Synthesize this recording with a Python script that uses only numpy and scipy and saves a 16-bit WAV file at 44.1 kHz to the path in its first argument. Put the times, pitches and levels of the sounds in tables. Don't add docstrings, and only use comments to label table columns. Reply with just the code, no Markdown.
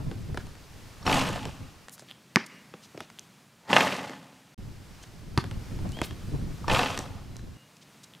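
import sys
import numpy as np
from scipy import signal
from scipy.fft import rfft, irfft, next_fast_len
from scipy.io import wavfile
from scipy.ndimage import uniform_filter1d

SR = 44100
rng = np.random.default_rng(int(sys.argv[2]) if len(sys.argv) > 2 else 0)


def gain_from_db(level_db):
    decades = np.asarray(level_db, float) / 20
    return 10 ** decades


def store_pcm(level_fs):
    pcm = np.round(np.clip(level_fs, -1, 1) * 32767).astype(np.int16)
    wavfile.write(sys.argv[1], SR, np.atleast_2d(pcm).T)


N = 361619

# (start [s], end [s])
NEAR_SPANS = [(1.864, 4.545), (7.57, 8.3)]
# (start [s], end [s])
SILENT_SPAN = (4.545, 4.578)

# (ball touch [s], rattle level [dB], treble share [dB],
# board boom level [dB], decay [dB/s], time to spread from the touch [s])
SHOTS = [(1.053, -22, -5, -20.5, 67, .044), (3.691, -20, -7.5, -21.5, 69.5, 0.046),
         (6.679, -22.5, -6.5, -26, 75.5, 0.045)]
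# (time [s], level [dB], treble share [dB])
KNOCKS = [(1.065, -23.5, 5), (1.077, -16.5, -4), (1.096, -19, 0.5), (1.113, -23, -6), (1.1296, -25.5, 11),
          (1.143, -27, 6), (1.167, -27, 2), (1.199, -26, -0.5), (1.214, -26.5, 3), (1.359, -27, -4.5),
          (1.375, -28, -15), (1.49, -37, -9), (3.701, -30, 4), (3.713, -22, -14), (3.730, -9, -0.5),
          (3.765, -6.5, 2), (3.77, -17.5, 9.5), (3.8068, -16.5, 7.5), (3.885, -26, -17), (3.922, -37, 11.5),
          (4.134, -35.5, -4.5), (6.681, -17, -20), (6.696, -17.5, -18), (6.6995, -25, 11),
          (6.714, -13.5, -5), (6.748, -20.5, 4.5), (6.761, -19.5, -6), (6.792, -16, 0), (6.832, -16.5, -3),
          (6.86, -27.5, 6), (6.872, -32, 6), (6.904, -30.5, 3.5), (6.945, -35, 6),]
# (frequency [Hz], level [dB])
HOOP_MODES = [(531, -1.5), (662, -10), (731, -3.5), (855, 2.5), (910, -7.5), (1131, -15.5), (1054, -5),
              (1228, -2), (1486, -6), (1775, -7), (1990, -6.5), (2120, -8.5), (2446, -6), (2544, -6),
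              (2705, -4), (2987, -8), (3200, -15), (3330, -9.5), (3850, -18), (5470, -29)]
# (frequency [Hz], level [dB], t60 [s])
BOARD_BOOM = [(136, -1.5, 0.062), (187, 8, 0.044), (267.8, 2, 0.13)]

# (time [s], slap level [dB], slap frequency [Hz], ring level [dB], thud frequency [Hz])
BOUNCES = [(2.359, 6, 2150, -16, 192), (5.3763, -10, 4450, -13, 124)]
# (frequency [Hz], level [dB], t60 [s])
BALL_MODES = [(256, -15.5, 0.06), (349, -4.5, 0.031), (954, -8.5, 0.018), (1170, -2, 0.013),
              (1520, -16, 0.038), (1764, -5, 0.024), (2230, -21, 0.058), (3880, -34, 0.03),
              (4320, -28, 0.022), (5510, -26.5, 0.033)]
# (time [s], low ring level [dB], high ring level [dB])
BALL_TOUCHES = [(1.028, -30, -17.5), (1.067, -28, 0.5), (3.711, -20, -22), (6.643, -20.5, -40),
                (6.681, -12, -6)]
RING_TILT = {"near": 1, "far": -16}
SLAP_EDGE_DB = {"near": -8.5, "far": -17}
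SLAP_CRACK_DB = {"near": -22, "far": -20}
LIFT_OFF_DB = {"near": 4.5, "far": -4}

# (time [s], slap level [dB], heel share [dB], grit share [dB])
STEPS = [(0.114, -33.5, -0.5, -25), (0.345, -36, 2, -5), (0.374, -20.5, -13.5, -19), (0.469, -40.5, -9, -7),
         (0.553, -42.5, -7, -17), (1.289, -32, 6.5, 0.5), (1.454, -26, -4, -9), (1.884, -34, -38, -6.5),
         (1.895, -51, -37, 12.5), (1.98, -42, -31, -7), (1.995, -42.5, -20, 3), (2.022, -49, 4, -3),
         (2.739, -35, -5, -22), (2.946, -61, 22.5, 3), (2.976, -34, -4, -10), (3.005, -25.5, -8.5, -11.5),
         (3.101, -38.5, -33, -7), (3.194, -51, -25, 17), (4.096, -33, -4, -8), (5.038, -39, -26, -46),
         (5.441, -29, -8, -10), (5.512, -33, -4, -8), (5.789, -38, -2, -20), (5.92, -51.5, 5, 12.5),
         (5.97, -39, 2, -11), (5.989, -30, -0.5, -18), (6.016, -17.5, -5, -12.5), (6.109, -32.5, -5, -10),
         (6.976, -21, -14, -7), (6.99, -28, -3, 4), (7.358, -39, -10, -14), (7.367, -44.5, -14, 7.5),
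         (7.393, -43, -14, -25)]
# (start [s], end [s], level [dB], centre frequency [Hz])
HISSES = [(1.91, 1.964, -49, 9500), (1.979, 2.022, -55, 6000), (2.069, 2.126, -54.5, 3030),
          (2.459, 2.472, -46, 7500), (2.818, 2.87, -53.5, 5000), (2.979, 3.064, -54.5, 3900),
          (5.022, 5.046, -51, 6000), (5.891, 5.892, -38.5, 6000), (6.022, 6.056, -39.5, 4100),
          (6.03, 6.075, -47.5, 10900), (7.766, 7.771, -51.5, 5000), (7.809, 7.841, -55, 4340),
          (8.031, 8.05, -47, 6000)]
# (time [s], level [dB])
SLIPS = [(2.087, -42), (2.0978, -41), (2.107, -40), (2.112, -31.5), (2.121, -42), (3.188, -32.5),
         (8.137, -41), (8.15, -40.5)]

# (delay [s], level [dB], spread [s])
ECHOES = [(0.036, 14, 0.029), (0.082, 6.5, 0.0067), (.17, -6, .04)]
# (start [s], end [s], start frequency [Hz], end frequency [Hz], level [dB])
WHISTLES = [(0.724, 0.91, 2800, 2710, -59), (2.5, 2.625, 2850, 2850, -50.5), (4.93, 4.96, 4750, 5800, -52),
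            (5.016, 5.05, 3050, 3100, -48), (5.924, 6.026, 2800, 3300, -37.5),
            (6.067, 6.142, 3050, 3260, -45), (6.252, 6.453, 4150, 4000, -56),
            (7.292, 7.445, 4050, 4040, -55.5), (7.55, 7.68, 2870, 2850, -53.5)]

# (time [s], level [dB])
BREEZE = [(0, -35), (.45, -42.5), (.56, -51.5), (1.0, -57), (1.7, -76), (1.75, -62), (4.57, -41.5),
          (4.7, -44), (5.03, -52.5), (5.08, -52), (5.3, -43), (5.5, -37), (5.68, -57), (6.0, -43),
          (6.2, -52.5), (6.6, -47), (6.95, -42.5), (7.5, -42), (7.6, -53)]
# (time [s], level [dB], hold [s])
BUFFETS = [(0.068, -45, 0.023), (0.213, -53, 0.0041), (0.317, -40.5, 0.0087), (0.747, -52, 0.0049),
           (0.864, -50.5, 0.013), (1.063, -37, 0.3), (1.471, -38.5, 0.0091), (1.62, -41, 0.024),
           (4.616, -55, 0.0096), (5.577, -36.5, 0.0046), (5.728, -34, 0.17), (6.115, -39.5, 0.011),
           (6.252, -40.5, 0.0086), (6.34, -30, 0.0067), (6.421, -36.5, 0.1), (6.702, -28, 0.042)]
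# (frequency [Hz], density [dB per Hz])
WIND_MID = [(15, -1), (30, -3), (60, -1), (110, 1), (200, -6.5), (350, -17), (700, -36), (1500, -74)]
# (frequency [Hz], density [dB per Hz])
WIND_SIDE = [(15, -20), (40, -16), (110, -6), (200, -11), (350, -22), (700, -42), (1500, -81)]

# (time [s], level [dB])
AIR = [(0, -54), (1, -53.5), (1.85, -57), (1.88, -58), (3.2, -58), (3.6, -60), (4.5, -58), (4.6, -56.5),
       (5.3, -55.5), (5.7, -52.5), (6.6, -52), (7.55, -59), (8.2, -57.5)]
# (frequency [Hz], density [dB per Hz])
FAR_AIR = [(180, -33), (300, -0.5), (660, -4), (1040, -5.5), (2700, -9.5), (3360, -11), (5020, -11),
           (12600, -22), (15700, -24), (16500, -42.5)]
# (frequency [Hz], density [dB per Hz])
NEAR_AIR = [(30, -53), (55, -22), (80, -21.5), (130, -6.5), (200, -6), (370, -18), (520, -18.5),
            (1000, -20), (2740, -23.5), (7000, -28.5), (15200, -38), (16500, -36)]


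def hoop():
    rise_db_per_s, hold_s = 217, 0.076
    lag_s = 0.0031
    low, high, boom, knock_low, knock_high = np.zeros((5, N))
    for s, db, treble_db, boom_db, fall, spread_s in SHOTS:
        peak_s = s + spread_s
        low += onset(s) * envelope(peak_s, db, rise_db_per_s, hold_s, fall)
        treble = envelope(peak_s + lag_s, db + treble_db, rise_db_per_s, hold_s - lag_s, fall)
        high += onset(s) ** 2 * treble
        boom += envelope(s + 0.016, boom_db, 900, 0, 53.5)
    for s, db, treble_db in KNOCKS:
        blow = puff(0.0028)
        blow[:6] = 1.7
        drier = np.exp(-np.arange(len(blow)) / (0.0051 * SR))
        add(knock_low, s, gain_from_db(db - 2.5) * blow)
        add(knock_high, s, gain_from_db(db + treble_db - 1.5) * blow * drier)
    drive_low = chatter(per_s=450, size_db=-0.5) * low + knock_low
    drive_high = chatter(per_s=500, size_db=7.5) * high + knock_high
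    both = drive_low + drive_high

    out = gain_from_db(1.5) * band(drive_high, 2090, 3290)
    out += gain_from_db(-8.5) * band(both, 1700, 4460)
    out += gain_from_db(5.0) * band(drive_low, 400, 1380)
    hiss = high * chatter(per_s=780, size_db=4.5) + 0.04 * knock_high
    out += gain_from_db(-5.0) * band(hiss, 2000, 7970)
    out += gain_from_db(-16.5) * band(high * chatter(per_s=250, size_db=1.5), 12000, 13600)
    out += gain_from_db(2.5) * is_near(np.arange(N) / SR) * band(both, 1520, 2150)

    wander = gain_from_db(2.8 * drift(8.5))
    for hz, db in HOOP_MODES:
        drive, knock = (drive_low, knock_low) if hz < 1800 else (drive_high, knock_high)
        rattle = 0.72 * np.roll(wander, rng.integers(N)) * (drive - knock)
        feed = (rattle + gain_from_db(8.5) * knock) * rng.standard_normal(N)
        out += gain_from_db(db - 31) * ring(feed, hz, 0.038)
    return out + board_boom(boom), gain_from_db(-14.5) * board_boom(boom)


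def board_boom(strength):
    out = np.zeros(N)
    for hz, db, t60 in BOARD_BOOM:
        out += gain_from_db(db - 34.5) * ring(strength * rng.standard_normal(N), hz, t60)
    return out


def chatter(per_s, size_db):
    touching = rng.random(N) < per_s / SR
    sizes = touching * gain_from_db(size_db * np.minimum(rng.exponential(1, N), 3.0))
    scrape = signal.lfilter([1], [1, -np.exp(-1 / (0.0018 * SR))], sizes)
    return rms_one((scrape + 0.73 * scrape.mean()) * rng.standard_normal(N))


def onset(s):
    early_s = s - np.arange(N) / SR
    brush = gain_from_db(-7.5 - 151 * np.clip(early_s, 0, 1))
    return np.where(early_s > 0, brush, 1)


def ball():
    out = np.zeros(N)
    click = np.eye(1, 20000)[0]
    t = np.arange(len(click)) / SR
    for s, slap_db, slap_hz, ring_db, thud_hz in BOUNCES:
        place = "near" if is_near(s) else "far"
        slap = -ring(ring(click, slap_hz, 0.002), slap_hz, 0.002) / 5.2
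        slap -= gain_from_db(SLAP_EDGE_DB[place]) * ring(click, 2.43 * slap_hz, 0.002)
        slap -= gain_from_db(SLAP_CRACK_DB[place]) * band(band(click, 800, 7580), 800, 7600)
        thud = -ring(click, thud_hz, 0.031) * (1 - np.exp(-t / 0.0027))
        lift_off = gain_from_db(LIFT_OFF_DB[place]) * band(np.roll(click, round(0.0103 * SR)), 200, 2000)
        air = np.zeros(len(t))
        for hz, db, t60 in BALL_MODES:
            tilt_db = RING_TILT[place] * max(np.log2(hz / 1200), 0)
            air += gain_from_db(db + tilt_db) * ring(click + lift_off, hz, t60)
        squash = 0.05 * rng.standard_normal(len(t)) * np.exp(-t / 0.008)
        air += gain_from_db(17.0) * band(squash, 320, 4500)
        add(out, s, gain_from_db(slap_db) * slap + gain_from_db(ring_db) * air)
        add(out, s + 0.4 / thud_hz, gain_from_db(-3.5) * thud)

    low = sum(gain_from_db(db) * ring(click, hz, 1.26 * t60) for hz, db, t60 in BALL_MODES[2:4])
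    low = low * (1 - np.exp(-t / 0.0015))
    high = sum(gain_from_db(db) * ring(click, hz, t60) for hz, db, t60 in BALL_MODES[-3:])
    for s, low_db, high_db in BALL_TOUCHES:
        add(out, s, gain_from_db(low_db) * low + gain_from_db(high_db) * high)
    return out


def shoes():
    heel, sole, grit, hisses, slips = np.zeros((5, N))
    for s, db, heel_db, grit_db in STEPS:
        add(sole, s, gain_from_db(db - 3.5) * puff(0.0026))
        add(sole, s, gain_from_db(db) * np.ones(3))
        add(heel, s, gain_from_db(db + heel_db) * puff(0.01))
        add(grit, s, gain_from_db(db + grit_db) * puff(0.00072))
    for start, end, db, hz in HISSES:
        count = max(round((end - start) * SR), 50)
        grains = rng.standard_normal(count) * gain_from_db(3.0 * rng.standard_normal(count))
        hiss = rms_one(band(grains, hz / 1.9, hz * 1.37))
        add(hisses, start, gain_from_db(db) * hiss * np.hanning(count) ** 0.57)
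    for s, db in SLIPS:
        add(slips, s, gain_from_db(db) * np.array([-1, 0, 1, 1]))
    out = gain_from_db(8.0) * band(sole, 490, 2750)
    out += gain_from_db(16.5) * band(heel, 82, 520)
    out += gain_from_db(8.5) * band(grit, 2600, 8400)
    return out + hisses + ring(slips, hz=3300, t60=0.0043) + 0.85 * slips


def surroundings(x, dull_hz):
    t = np.arange(SR) / SR
    clumps = sum(gain_from_db(db) * np.exp(-((t - delay) / spread) ** 2) for delay, db, spread in ECHOES)
    tail = gain_from_db(5.5 - 60 * t / 1.35) * (1 - np.exp(-t / 0.0066))
    grains = rng.standard_normal(SR) * gain_from_db(3.1 * rng.standard_normal(SR))
    return echo(x, band(grains, 143, dull_hz) * (clumps + tail))


def foliage(x, delay_s, spread_s):
    t = np.arange(4000) / SR
    smear = np.exp(-((t - delay_s) / spread_s) ** 2)
    return echo(x, band(rng.standard_normal(len(t)), 1700, 15600) * smear)


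def birds():
    out = np.zeros(N)
    flutter = gain_from_db(1.1 * drift(25) + 2.3 * drift(150))
    for start, end, start_hz, end_hz, db in WHISTLES:
        u = np.linspace(0, 1, round((end - start) * SR))
        hz = end_hz + (start_hz - end_hz) * np.exp(-4.5 * u)
        swell = np.sin(np.pi * u ** 0.94) ** 0.28
        add(out, start, gain_from_db(db - 10.0) * np.sin(2 * np.pi * np.cumsum(hz) / SR) * swell)
    return out * flutter


def wind():
    gust = gain_from_db(in_time(BREEZE))
    for s, db, hold_s in BUFFETS:
        gust = gust + envelope(s, db, 285, hold_s, 212)
    gust = gust * gain_from_db(1.94 * drift(25.0))
    mid = coloured(rng.standard_normal(N), WIND_MID)
    side = coloured(rng.standard_normal(N), WIND_SIDE)
    swell = np.sqrt(uniform_filter1d(mid ** 2, size=3000))
    flutter = gain_from_db(-26.5 + 4.1 * drift(8.7)) * (gust / gain_from_db(-41.0)) ** 0.5
    flap_mid, flap_side = flutter * band(rng.standard_normal((2, N)), 106, 754) * gain_from_db(15.0)
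    return gust * (mid / swell + flap_mid), gust * (side / mid.std() + flap_side)


def leaves_and_traffic(spectrum):
    return rms_one(coloured(rng.standard_normal(N), spectrum))


def is_near(t):
    return sum((t >= start) & (t < end) for start, end in NEAR_SPANS) > 0


def envelope(s, db, rise_db_per_s, hold_s, fall_db_per_s):
    t = np.arange(N) / SR - s
    rise_db = rise_db_per_s * np.clip(-t, 0, 1)
    fall_db = fall_db_per_s * np.clip(t - hold_s, 0, 2)
    return gain_from_db(db - rise_db - fall_db)


def puff(length_s):
    t = np.arange(4000) / SR
    noise = rng.standard_normal(len(t))
    noise[:3] = 0.7
    return noise * np.exp(-t / length_s)


def ring(clicks, hz, t60):
    r = gain_from_db(-60 / (t60 * SR))
    w = 2 * np.pi * hz / SR
    return signal.lfilter([0, np.sin(w)], [1, -2 * r * np.cos(w), r * r], clicks + 1e-18)


def echo(x, answer):
    return signal.fftconvolve(x, answer / np.sqrt(np.sum(answer ** 2)))[:N]


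def add(out, s, sound):
    at = round(s * SR)
    out[at:at + len(sound)] += sound[:N - at]


def band(x, low_hz, high_hz):
    return signal.sosfilt(signal.butter(2, [low_hz, high_hz], "band", fs=SR, output="sos"), x)


def coloured(x, spectrum):
    size = next_fast_len(N)
    hz, db = np.transpose(spectrum)
    bins_hz = np.fft.rfftfreq(size, 1 / SR)
    gain = gain_from_db(np.interp(np.log(bins_hz + 1), np.log(hz), db))
    return irfft(rfft(x, size) * gain, size)[:N]


def drift(rate_hz):
    low_pass = signal.butter(2, rate_hz, fs=SR, output="sos")
    return rms_one(signal.sosfilt(low_pass, rng.standard_normal(N + SR))[SR:])


def in_time(rows):
    s, db = np.transpose(rows)
    return np.interp(np.arange(N) / SR, s, db, left=-200, right=-200)


def rms_one(x):
    return x / np.sqrt(np.mean(x ** 2) + 1e-20)


def scene():
    t = np.arange(N) / SR
    rattle, rattle_side = hoop()
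    court = rattle + ball() + shoes()
    heard = court + birds() + gain_from_db(-21.5) * surroundings(court, dull_hz=6000)
    air = gain_from_db(in_time(AIR) + 0.6 * drift(3))
    wind_mid, wind_side = wind()

    far_mid = heard + gain_from_db(-13.0) * foliage(court, delay_s=0.027, spread_s=0.013)
    far_mid += wind_mid + air * leaves_and_traffic(FAR_AIR)
    far_side = wind_side + 0.0093 * wind_mid + rattle_side
    far_side += gain_from_db(-27.5) * surroundings(court, dull_hz=5000)
    far_side += gain_from_db(-10.0) * air * band(leaves_and_traffic(FAR_AIR), 150, 15000)

    bass_cut = signal.butter(3, 115, "high", fs=SR, output="sos")
    near_mid = heard + gain_from_db(-27.5) * foliage(court, delay_s=0.028, spread_s=0.012)
    near_mid = signal.sosfilt(bass_cut, near_mid)
    near_mid += gain_from_db(2.0) * air * leaves_and_traffic(NEAR_AIR)

    near = is_near(t)
    mid = np.where(near, near_mid, far_mid)
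    side = np.where(near, 0, far_side)
    sounding = (t < SILENT_SPAN[0]) | (t >= SILENT_SPAN[1])
    return np.array([mid + side, mid - side]) * sounding


def band_limit(x):
    return signal.sosfilt(signal.butter(12, 16830, fs=SR, output="sos"), x)


def record(dry):
    top_cut = signal.cheby2(10, 50, 16500, fs=SR, output="sos")
    ceiling = 1.3
    mix = ceiling * np.tanh(signal.sosfilt(top_cut, dry) / ceiling)
    return band_limit(mix)


dry = scene()
out = record(dry)
store_pcm(out)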